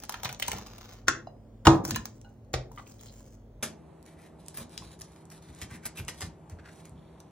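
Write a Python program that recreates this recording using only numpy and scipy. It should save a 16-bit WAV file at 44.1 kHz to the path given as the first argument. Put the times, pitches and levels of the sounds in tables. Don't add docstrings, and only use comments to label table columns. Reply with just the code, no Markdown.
import sys
import numpy as np
from scipy import signal
from scipy.fft import rfft, irfft, next_fast_len
from scipy.io import wavfile
from scipy.ndimage import map_coordinates

SR = 44100
rng = np.random.default_rng(int(sys.argv[2]) if len(sys.argv) > 2 else 0)


def unload_audio(sound):
    columns = np.transpose(np.atleast_2d(sound))
    steps = np.round(np.clip(columns, -1, 1) * 32767)
    wavfile.write(sys.argv[1], SR, steps.astype(np.int16))


N = 322350

# start and length in seconds, level in dB.
CUTS = [(0.0, 0.037, -53), (0.097, 0.23, -51), (0.23, 0.07, -49), (0.419, .025, -44), (0.478, 0.31, -43),
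        (0.798, 0.19, -51.5)]
LIFTS = [(1.832, 0.13, -41), (2.051, 0.27, -65), (2.694, 0.28, -60), (2.844, 0.087, -56),
         (2.985, 0.38, -52)]
# start and length in seconds, hiss and rib rasp in dB.
STROKES = [(4.045, 0.09, -66.5, -66), (4.165, 0.12, -65, -62.5), (4.382, 0.16, -65.5, -85),
           (4.551, 0.083, -50, -82), (4.69, 0.26, -57, -65), (4.98, 0.077, -61.5, -81),
           (5.057, 0.16, -69, -74), (5.299, 0.081, -59, -80), (5.414, 0.15, -63, -64.5),
           (5.556, 0.094, -56, -60), (5.689, 0.075, -56.5, -53), (5.813, 0.051, -64, -55),
           (5.949, 0.039, -50, -54), (6.087, 0.14, -57.5, -78), (6.207, 0.059, -53, -67),
           (6.49, 0.033, -76, -63), (6.641, 0.24, -63, -72), (7.003, 0.23, -79.5, -74.5)]
STROKE_SHAPE = dict(attack_s=0.024, ease_db_per_s=16, release_s=0.063)
# frequency in Hz, relative level in dB.
THUD = [(30, -39.5), (55, 5.5), (75, -1), (130, 1), (200, -3.5), (400, -18.5), (800, -26.5), (2000, -50)]
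PEEL = [(400, -0.5), (1200, -8.5), (2700, -12.5), (4000, -15), (6500, -2.5), (9000, -7), (12000, -18.5),
        (15500, -3.5)]
# start in seconds, relative level in dB.
REBOUNDS = [(1.7192, -25), (1.748, -31)]


def amp(db):
    return 10 ** (np.asarray(db) / 20)


def unit(x):
    return x / np.sqrt(np.mean(x ** 2) + 1e-20)


def along(points, hz):
    f, v = np.transpose(points)
    return np.interp(np.log(hz + 1), np.log(f + 1), v)


def clock(size=SR // 4):
    return np.arange(size) / SR


def add(track, s, sound):
    part = track[max(round(s * SR), 0):][:len(sound)]
    part += sound[:len(part)]


def wobble(rate, size=N):
    return map_coordinates(rng.standard_normal(int(size * rate / SR) + 4), [np.arange(size) * rate / SR])


def colour(x, spectrum, size=8192):
    gain = unit(amp(along(spectrum, np.fft.rfftfreq(size, 1 / SR))))
    cepstrum = irfft(np.log(np.maximum(gain, 1e-6)))
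    cepstrum[1:size // 2] *= 2
    cepstrum[size // 2 + 1:] = 0
    return signal.fftconvolve(x, irfft(np.exp(rfft(cepstrum))))[:len(x)]


def resonate(x, hz, q):
    hz = np.clip(hz, 50, SR / 4)
    return signal.lfilter(*signal.iirpeak(hz, q, SR), x) * np.sqrt(SR * q / (np.pi * hz))


def mode(t, hz, db, t60, phase=0):
    return amp(db - 60 * t / t60) * np.sin(2 * np.pi * hz * t + phase)


def grains(size, rate, spread_db):
    present = rng.random(size) < rate / SR
    strength = amp(spread_db * np.minimum(rng.exponential(size=size), 4))
    return unit(present * strength * np.sign(rng.standard_normal(size)))


def burst(rise, t60, rate=9000, spread_db=3):
    t = clock()
    envelope = (1 - np.exp(-t / rise)) * amp(-60 * t / t60)
    return envelope / envelope.max() * grains(len(t), rate, spread_db)


def swell(length, rate=3000, spread_db=3):
    progress = np.minimum(clock() / length, 1)
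    return np.sin(np.pi * progress) * grains(len(progress), rate, spread_db)


def gestures(rows, attack_s, ease_db_per_s=42, release_s=0.24):
    gain, t = np.zeros(N), clock(SR)
    for s, length, db in rows:
        fall_db = ease_db_per_s * t + 60 * np.maximum(t - length, 0) / release_s
        add(gain, s, np.minimum(t / attack_s, 1) * amp(db - fall_db))
    return gain


def appliances(air, hum, air_db, hum_db):
    t = clock(N)
    tones = sum(amp(db) * np.sqrt(2) * np.sin(2 * np.pi * hz * t + 0.22 * wobble(8.5)) for hz, db in hum)
    return amp(air_db) * unit(colour(rng.standard_normal(N), air)) + amp(hum_db) * tones


def tearing():
    # frequency in Hz, relative level in dB.
    tear_spectrum = [(300, 1.3), (1000, 1.0), (2000, -5.5), (4000, -7.5), (6500, -5.0), (9000, -21.0),
                     (12000, -9.5), (15500, -8.0)]
    cut, lift = gestures(CUTS, attack_s=0.024), gestures(LIFTS, attack_s=0.054)
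    strands = .7 * grains(N, rate=55, spread_db=2)
    crackle = unit(grains(N, rate=1800, spread_db=3.8) * amp(3 * wobble(70)))
    cling = unit(grains(N, rate=2500, spread_db=3.5) * amp(3 * wobble(40)))
    return amp(-2) * cut * colour(crackle + strands, tear_spectrum) + lift * colour(cling + strands, PEEL)


def fine_snaps(per_move=2, scatter_db=3.5, ease_db_per_s=26, centre_hz=865):
    moves = np.repeat([row[:3] for row in CUTS + LIFTS + STROKES], per_move, axis=0)
    start, length, db = moves.T
    when, size, pitch = rng.random((len(moves), 3)).T
    db = db + scatter_db * (2 * size - 1) - ease_db_per_s * when * length
    return list(zip(start + when * length, db + 6, db - 3, centre_hz * 2 ** (pitch - .5)))


def bones():
    # time in seconds, relative click and ring levels in dB, ring pitch in Hz.
    snaps = [(0.0357, -35, -50, 824), (0.0937, -28, -32.5, 850), (0.1227, -36, -48, 3000),
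             (0.1415, -38, -28.5, 1430), (0.2324, -31, -28.5, 796), (0.2466, -29, -29, 4000),
             (0.2543, -36, -25.5, 1610), (0.291, -36, -36, 2200), (0.295, -46, -37.5, 810),
             (0.3267, -35, -54, 830), (0.398, -28, -42, 740), (0.4238, -25, -23.5, 2600),
             (0.4799, -26, -38.5, 780), (0.4826, -28.5, -29, 950), (0.516, -26.5, -29, 2280),
             (0.5314, -37, -33.5, 847), (0.5834, -39, -36.5, 880), (0.663, -47, -43, 1060),
             (1.8504, -25, -40, 1490), (1.9076, -24, -33, 4060), (1.9589, -24.5, -28, 1500),
             (2.055, -32, -51, 1230), (4.777, -38.5, -37, 4100), (5.1604, -56, -46.5, 873),
             (5.6151, -42, -37, 1900), (6.0809, -33, -34, 2550), (6.2072, -36, -36, 1880),
             (6.4973, -46.5, -53, 698), (6.8539, -47, -61, 1320), (7.202, -47, -51, 1126)]
    # frequency in Hz, relative level in dB.
    click_spectrum = [(300, -14.0), (900, -1.5), (3500, -11.5), (6000, -1.5), (8000, -4.5), (10000, -3.5),
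                      (12500, -0.5), (15500, -1.5)]
    ring_spectrum = [(100, -12.5), (550, -1), (850, 6), (1500, -4), (3000, 5), (15000, -2.5)]
    clicks, rings = np.zeros(N), np.zeros(N)
    for s, click_db, ring_db, hz in snaps + fine_snaps():
        add(clicks, s - .008, amp(click_db - 22) * swell(0.0065))
        add(clicks, s + 0.00062, amp(click_db + 3) * burst(.0001, 0.0045, rate=22000, spread_db=-1))
        add(clicks, s, amp(click_db - 1) * burst(0.00021, 0.026))
        add(rings, s - .01, amp(ring_db - 24) * resonate(swell(0.035), hz, q=3))
        add(rings, s, amp(ring_db - 5) * resonate(burst(0.00022, 0.028), hz, q=3))
    return colour(clicks, click_spectrum) + colour(rings, ring_spectrum)


def ticks():
    # time in seconds, relative level in dB, resonance in Hz.
    releases = [(0.052, -29.5, 7000), (0.255, -22, 4100), (0.347, -27.5, 5100), (0.4244, -29, 6000),
                (0.465, -27, 5500), (0.4755, -25, 6000), (0.497, -24, 7000), (2.163, -53.5, 8000),
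                (2.215, -37.5, 7000), (2.449, -56, 10000), (4.028, -39.5, 11000), (4.063, -40.5, 8060),
                (4.4625, -37, 8100), (4.4836, -20.5, 10000), (4.5603, -39, 10000), (4.5815, -43, 9900),
                (4.6948, -38, 11000), (4.7777, -20.5, 4400), (5.0001, -36, 10070), (5.018, -25.5, 8000),
                (5.1196, -44, 10250), (5.2543, -40.5, 9000), (5.549, -36.5, 7070), (5.6164, -25.5, 9000),
                (5.8635, -43, 5000), (6.000, -33, 2200), (6.05, -36, 8000), (6.087, -22, 2500),
                (6.206, -33, 10500), (6.895, -40, 10620)]
    out = np.zeros(N)
    for s, db, hz in releases:
        release = burst(.0001, 0.002, rate=22000, spread_db=4)
        release[0] += 6
        add(out, s, amp(db - 10.5) * resonate(release, hz, q=1.7))
    return out


def cracks():
    # time in seconds, level in dB, the lowest mode's frequency in Hz and t60 in seconds.
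    breaks = [(0.2335, -38.5, 860, 0.013), (0.2549, -28, 997, 0.024), (0.2935, -35, 1460, 0.035),
              (0.4241, -18, 2035, 0.012), (0.4267, -28, 2784, 0.018), (0.4828, -32, 930, .016),
              (0.5314, -31, 889, 0.022), (1.917, -34, 1780, .02), (2.0563, -43, 1180, .025),
              (5.6244, -35, 2030, .02), (5.9995, -28.5, 1530, 0.0077), (6.225, -33, 750, 0.03)]
    # multiple of the lowest frequency, relative level in dB.
    bone_modes = [(1, -2), (1.58, -4.5), (2.4, -10), (3.85, -8.5)]
    out, t = np.zeros(N), clock()
    for s, db, hz, t60 in breaks:
        ring = sum(mode(t, hz * ratio, mode_db + rng.normal(0, 1), t60 / np.sqrt(ratio))
                   for ratio, mode_db in bone_modes)
        add(out, s, amp(db) * (1 - np.exp(-t / .0003)) * ring)
    return out


def knife():
    # start in seconds, relative level in dB, frequency in Hz.
    pushes = [(0.247, -38.5, 128.6), (0.484, -41, 75.3), (0.531, -38, 96), (1.911, -31.5, 106),
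              (1.961, -39, 126), (4.579, -40.5, 232), (4.8, -47, 105), (5.491, -45, 80), (5.619, -43.5, 80),
              (5.709, -42.5, 88), (5.99, -36, 87), (6.225, -35.5, 88.3), (6.514, -40.5, 88.7),
              (6.909, -45, 99.5)]
    # start in seconds, the knock's relative level in dB, frequency in Hz and t60 in seconds,
    # the ring's level in dB and centre in Hz.
    taps = [(1.2705, -27, 940, 0.006, -61, 5800), (1.272, -25, 700, 0.014, -75, 2800),
            (1.9595, -31, 1770, 0.028, -52, 2900), (1.9615, -28, 1042, 0.034, -42.5, 4300),
            (2.247, -54, 830, 0.016, -55, 1700), (2.715, -34, 960, .012, -74, 1500),
            (4.821, -36, 1030, 0.015, -65, 1000)]
    rubs, knocks, t = np.zeros(N), np.zeros(N), clock()
    for s, db, hz in pushes:
        add(rubs, s, amp(db - 3) * burst(0.015, 0.16))
        add(knocks, s, 2 * (1 - np.exp(-t / 0.0087)) * mode(t, hz, db, t60=0.16))
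    for s, knock_db, knock_hz, t60, ring_db, ring_hz in taps:
        add(knocks, s, 2 * (1 - np.exp(-t / 0.0032)) * mode(t, knock_hz, knock_db, t60))
        add(knocks, s, amp(ring_db) * blade(ring_hz))
    return colour(rubs, THUD) + knocks


def spine():
    # frequency in Hz, relative level in dB.
    crack_spectrum = [(40, -21), (130, 1.5), (300, -5.5), (600, -10), (1000, -5.5), (1400, 1), (1750, 1.5),
                      (2300, -13.5), (3200, -11.5), (4200, -15), (6000, -8.5), (8000, -14.5), (12500, -24),
                      (15500, -19.5)]
    crack, jolt = np.zeros(N), np.zeros(N)
    add(crack, 1.070, amp(-41.5) * swell(0.021))
    add(crack, 1.0817, amp(-13) * burst(0.00067, 0.013, rate=15000, spread_db=9))
    add(crack, 1.0852, amp(-21) * burst(0.00066, 0.031, rate=31000, spread_db=-3))
    add(jolt, 1.084, amp(-39) * board(contact_hz=702))
    return colour(crack, crack_spectrum) + jolt


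def board(contact_hz):
    # frequency in Hz, level in dB, t60 in seconds.
    board_modes = [(88, 7.5, 0.071), (119, -9.5, 0.2), (136, -2.5, 0.6), (283.9, -7, 0.26),
                   (327.4, 4.5, 0.21), (374, -14.5, 0.25), (441, -21, 0.2), (549, -15.5, 0.24),
                   (654, -17, 0.28), (770, -13.5, .13), (844, -9.5, 0.21), (950, -11, 0.24),
                   (942, -8.5, 0.12), (1070, -14, 0.37), (1197, -13.5, 0.11), (1394, -14.5, 0.095)]
    ring, t = np.zeros(SR), clock(SR)
    for k, (hz, db, t60) in enumerate(board_modes):
        excitation = (-1) ** k / np.hypot(1, hz / contact_hz)
        ring += excitation * mode(t, hz, db + rng.normal(0, 1), t60, phase=.22 * wobble(90, SR))
    return ring * (1 - np.exp(-t / 0.0012))


def blade(centre_hz, width_octaves=0.82):
    # frequency in Hz, level in dB, t60 in seconds.
    blade_modes = [(807, 6, 0.19), (1475, -2, 0.18), (2880, 3.5, 0.071), (4073, 1.5, 0.067),
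                   (5000, -1, 0.085), (6440, -4.5, 0.064)]
    ring, t = 0, clock()
    for hz, db, t60 in blade_modes:
        excitation = np.exp(-.5 * (np.log2(hz / centre_hz) / width_octaves) ** 2)
        ring += excitation * mode(t, hz, db + rng.normal(0, 1), t60, phase=.55 * wobble(300, len(t)))
    return ring


def chop():
    # frequency in Hz, relative level in dB.
    crunch_spectrum = [(100, -10.5), (400, -11.5), (900, 3.5), (1600, -5.5), (3000, -10.5), (6000, -15),
                       (10000, -20), (15500, -20)]
    impact_spectrum = [(25, -41.5), (70, -11.5), (200, -7), (450, -7.5), (700, -1.5), (950, 2),
                       (1350, -2.5), (1800, -11.5), (2400, -16), (3400, -17.5), (5000, -18.5),
                       (8000, -20.5), (12000, -33.5), (15500, -37)]
    counter_spectrum = [(40, -39), (100, -5.5), (138, -4), (195, -7.5), (260, -4), (330, 0.5), (430, -6.5),
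                        (600, -3), (950, -7.5), (1400, -17.5), (2500, -40)]
    out, rocking = np.zeros(N), np.zeros(N)
    add(out, 1.650, amp(-24.5) * colour(swell(0.016, rate=2500), crunch_spectrum))
    add(out, 1.658, amp(-22.5) * colour(swell(0.031, rate=5000), THUD))
    add(out, 1.668, amp(-8.5) * colour(burst(.0015, 0.042), impact_spectrum))
    add(rocking, 1.675, amp(-15.5) * burst(0.0022, 0.074))
    for s, db in REBOUNDS:
        add(rocking, s, amp(db) * burst(0.0015, 0.15))
    return out + colour(rocking, counter_spectrum)


def clack(hz=2840, length_s=0.01):
    out, t = np.zeros(N), clock()
    envelope = np.sin(np.pi * np.minimum(t / length_s, 1)) ** 2
    add(out, 1.667, amp(-12) * envelope * np.sin(2 * np.pi * hz * t))
    return out


def board_ring():
    out = np.zeros(N)
    add(out, 1.671, amp(-12) * board(contact_hz=3900))
    for s, db in REBOUNDS:
        add(out, s, amp(db - 3) * board(contact_hz=500))
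    return out


def squelches():
    # start in seconds, level in dB, resonance in Hz, length in seconds.
    pockets = [(1.941, -41, 2760, 0.023), (2.774, -45, 1010, 0.031), (2.863, -56, 2600, 0.014),
               (2.905, -64.5, 5360, 0.027), (2.991, -55, 3550, 0.015), (3.047, -59.5, 4200, 0.068),
               (4.566, -51.5, 607, 0.07), (4.591, -59, 1270, 0.044), (6.582, -55, 1490, 0.028),
               (6.629, -54, 1570, 0.086), (6.846, -62.5, 2200, 0.025)]
    out = np.zeros(N)
    for s, db, hz, length in pockets:
        add(out, s, amp(db) * resonate(swell(length, rate=980), hz, q=4))
    return out


def landings():
    # frequency in Hz, relative level in dB.
    backbone_spectrum = [(40, -19), (70, 6.5), (140, -4), (220, -10.5), (450, -5.5), (900, -12.5),
                         (1600, -9), (3000, -19), (5500, -16.5), (9000, -27.5), (15500, -32)]
    fillet_spectrum = [(40, -13.5), (90, 2), (300, -1), (600, -6), (950, -10), (1600, -6.5), (3000, -8.5),
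                       (5000, -12), (8000, -11), (11000, -6), (15500, -17)]
    out = np.zeros(N)
    add(out, 2.531, amp(-37) * colour(swell(0.0085), PEEL))
    add(out, 2.539, amp(-21) * colour(burst(0.00043, 0.045), backbone_spectrum))
    add(out, 3.625, amp(-29.5) * colour(burst(0.0025, 0.14, rate=2700, spread_db=2), fillet_spectrum))
    return out


def thump():
    # frequency in Hz, relative level in dB, t60 in seconds.
    leg_modes = [(48.5, -9, 0.5), (72, -8, .07), (127.6, 2.5, 0.11)]
    out, t = np.zeros(N), clock(SR // 2)
    for hz, db, t60 in leg_modes:
        add(out, 2.546, (1 - np.exp(-t / 0.004)) * mode(t, hz, db - 28, t60))
    return out


def pop(sag_per_s=4):
    # starting frequency in Hz, relative level in dB, t60 in seconds.
    pocket_modes = [(1218, 0, 0.034), (2050, -3.5, 0.025), (3050, -9, 0.025)]
    out, t = np.zeros(N), clock()
    slowed_time = (1 - np.exp(-sag_per_s * t)) / sag_per_s
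    for hz, db, t60 in pocket_modes:
        envelope = amp(db - 35 - 60 * t / t60) * (1 - np.exp(-t / .0008))
        add(out, 2.7755, envelope * np.sin(2 * np.pi * hz * slowed_time))
    return out


def slicing(resting_db=-89):
    # frequency in Hz, relative level in dB.
    flesh_spectrum = [(400, 10), (1200, 4.5), (2000, 0.5), (2900, 3.5), (4000, 8), (4800, 1.5), (7500, 0.5),
                      (10000, 7), (13000, 2.5), (15500, -4)]
    rib_spectrum = [(500, -62), (1000, -8), (1600, -0.5), (2300, 1), (3200, -16), (6000, -15)]
    through_flesh = gestures([(s, length, db) for s, length, db, _ in STROKES], **STROKE_SHAPE)
    on_ribs = gestures([(s, length, db) for s, length, _, db in STROKES], **STROKE_SHAPE)
    grip = amp(2.9 * wobble(60))
    hiss = colour(unit(grip * grains(N, rate=4500, spread_db=3.5)), flesh_spectrum)
    strands = amp(-8) * colour(grains(N, rate=110, spread_db=1.5), flesh_spectrum)
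    rasp = colour(unit(grip * grains(N, rate=1800, spread_db=1.5)), rib_spectrum)
    return (through_flesh + amp(resting_db)) * (hiss + strands) + on_ribs * rasp


def rips():
    # start in seconds, relative level in dB, half the t60 in seconds, gain above 10 kHz in dB.
    tears = [(4.54, -45, 0.033, 4), (4.567, -38.5, 0.054, 5), (5.008, -41.5, 0.014, 4),
             (5.312, -42, 0.023, -6), (5.615, -36, 0.035, -9), (5.853, -27.5, 0.022, 2.5),
             (5.974, -40.5, 0.052, 3), (6.082, -30.5, 0.027, -24), (6.213, -27, 0.028, -31)]
    # frequency in Hz, relative level in dB.
    rip_spectrum = [(300, 0.5), (700, -3.5), (1100, -2), (1700, 0.5), (2400, -3), (3300, -6), (5000, -3.5),
                    (7500, -7), (10000, -1), (13000, 6.5), (15500, -5.5)]
    out, highpass = np.zeros(N), signal.butter(2, 10000, "high", fs=SR)
    for s, db, half_t60, sizzle_db in tears:
        rip = burst(0.016, 2 * half_t60, rate=2300, spread_db=3.5)
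        treble = signal.filtfilt(*highpass, rip, padtype=None)
        add(out, s, amp(db - 3) * (rip - treble + amp(sizzle_db) * treble))
    return colour(out, rip_spectrum)


def slides():
    # start and length in seconds, level in dB, resonance in Hz.
    glides = [(4.757, 0.18, -65.5, 4050), (5.41, 0.21, -69.5, 4060), (5.61, 0.018, -46, 2070),
              (5.698, 0.043, -57.5, 1940), (5.961, 0.037, -47, 2540), (6.938, 0.43, -76.5, 3340)]
    out = np.zeros(N)
    for s, length, db, hz in glides:
        stroke = gestures([(s, length, db)], **STROKE_SHAPE)
        out += stroke * resonate(grains(N, rate=1800, spread_db=7), hz, q=9)
    return out


def reflections(near_db, tail_db, near_t60):
    # frequency in Hz, t60 in seconds.
    reverb_times = [(100, 0.78), (400, .55), (1000, 0.29), (3000, 0.23), (7000, 0.22), (15000, 0.017)]
    size = SR * 2 // 3
    hz, t, noise = signal.stft(rng.standard_normal(size), SR, nperseg=256)
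    decay = amp(-60 * t / along(reverb_times, hz)[:, None])
    tail = signal.istft(noise * decay, SR, nperseg=256)[1][:size]
    tail *= 1 - np.exp(-clock(size) / 0.0013)
    response = amp(tail_db) * tail / np.linalg.norm(tail)
    near = burst(0.0007, near_t60)
    add(response, 0, amp(near_db) * near / np.linalg.norm(near))
    return response


def room(x, near_db, tail_db, near_t60):
    out, hop = np.zeros(N + SR), SR // 6
    padded = np.pad(x, (hop, 2 * hop))
    window = np.sin(np.pi * np.arange(2 * hop) / (2 * hop))
    for i in range(0, N + hop, hop):
        response = reflections(near_db, tail_db, near_t60)
        add(out, i / SR, signal.fftconvolve(window * padded[i:i + 2 * hop], response))
    return signal.lfilter(*signal.butter(2, 170, "high", fs=SR), out[hop:hop + N])


def ports(common, diffuse, table):
    size = next_fast_len(N + SR // 2)
    hz, table = np.fft.rfftfreq(size, 1 / SR), np.array(table)
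    turn = np.exp(1j * along(table[:, :2], hz) / 2)
    mid = rfft(common, size)
    side = rfft(diffuse, size) * amp(along(table[:, ::2], hz))
    return irfft(np.array([(mid + side) * turn, (mid - side) / turn]), size)[:, :N]


def scene(jump_s=3.6):
    # frequency in Hz, relative level in dB.
    air_early = [(22, -20.5), (48, 1), (75, -10), (110, -1), (160, -12), (230, -12.5), (350, -16),
                 (550, -16), (800, -25.5), (1500, -38.5), (4000, -49.5), (12000, -47.5)]
    air_late = [(35, -28), (65, 4.5), (110, -4), (165, 1), (250, -7.5), (380, -8), (650, -12), (900, -12.5),
                (1400, -24.5), (2600, -32), (3300, -35), (5000, -43), (9000, -39.5), (13000, -40)]
    hum_early = [(48.4, -62), (107.7, -60.5), (220.7, -64.5), (263.8, -69.5)]
    hum_late = [(161.5, -55.5), (236.9, -70.5), (317.6, -62), (382.2, -64), (640.6, -68.5)]
    # frequency in Hz, phase lead of the left port in radians, diffuse part in dB.
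    ports_early = [(80, 0, -28), (300, -.05, -12), (600, -.4, -9), (1100, -.6, -9), (1900, 0, -10),
                   (2800, 1.3, -5), (4000, 1.1, -2), (5500, 1.8, -6), (7000, 1.9, -6), (10000, 3.1, -18),
                   (12500, 3.2, -18), (15500, 4.3, -8)]
    ports_late = [(80, 0, -28), (300, -.05, -12), (1100, -.5, -8), (2800, 0, -13), (4000, 1.3, -8),
                  (5700, 1.2, -1), (8000, 1.5, -4), (10500, 2.1, -9), (12500, 3.1, -18)]
    late = np.clip((clock(N) - jump_s) * 100, 0, 1)
    work = bones() + cracks() + spine() + chop() + landings() + thump() + pop() + rips() + ticks()
    work = work + knife() + squelches() + tearing() + late * slicing() + slides()
    background = (1 - late) * appliances(air_early, hum_early, air_db=-53.5, hum_db=3)
    background += late * appliances(air_late, hum_late, air_db=-54, hum_db=-2.5)
    ring = board_ring()
    sent_to_room = work + amp(-5.5) * ring
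    direct = work + ring + clack() + background
    common = direct + room(sent_to_room, near_db=-14, tail_db=-9, near_t60=0.016)
    diffuse = room(sent_to_room + background, near_db=0.5, tail_db=-6.5, near_t60=0.004)
    return (1 - late) * ports(common, diffuse, ports_early) + late * ports(common, diffuse, ports_late)


def record(dry):
    rounded = dry / (1 + np.abs(dry / .93) ** 6) ** (1 / 6)
    rounded = signal.lfilter(*signal.butter(3, 35, "high", fs=SR), rounded)
    size = next_fast_len(N + SR // 2)
    hz = np.fft.rfftfreq(size, 1 / SR)
    return irfft(rfft(rounded, size) / np.hypot(1, (hz / 15800) ** 90), size)[:, :N]


dry = scene()
out = record(dry)
unload_audio(out)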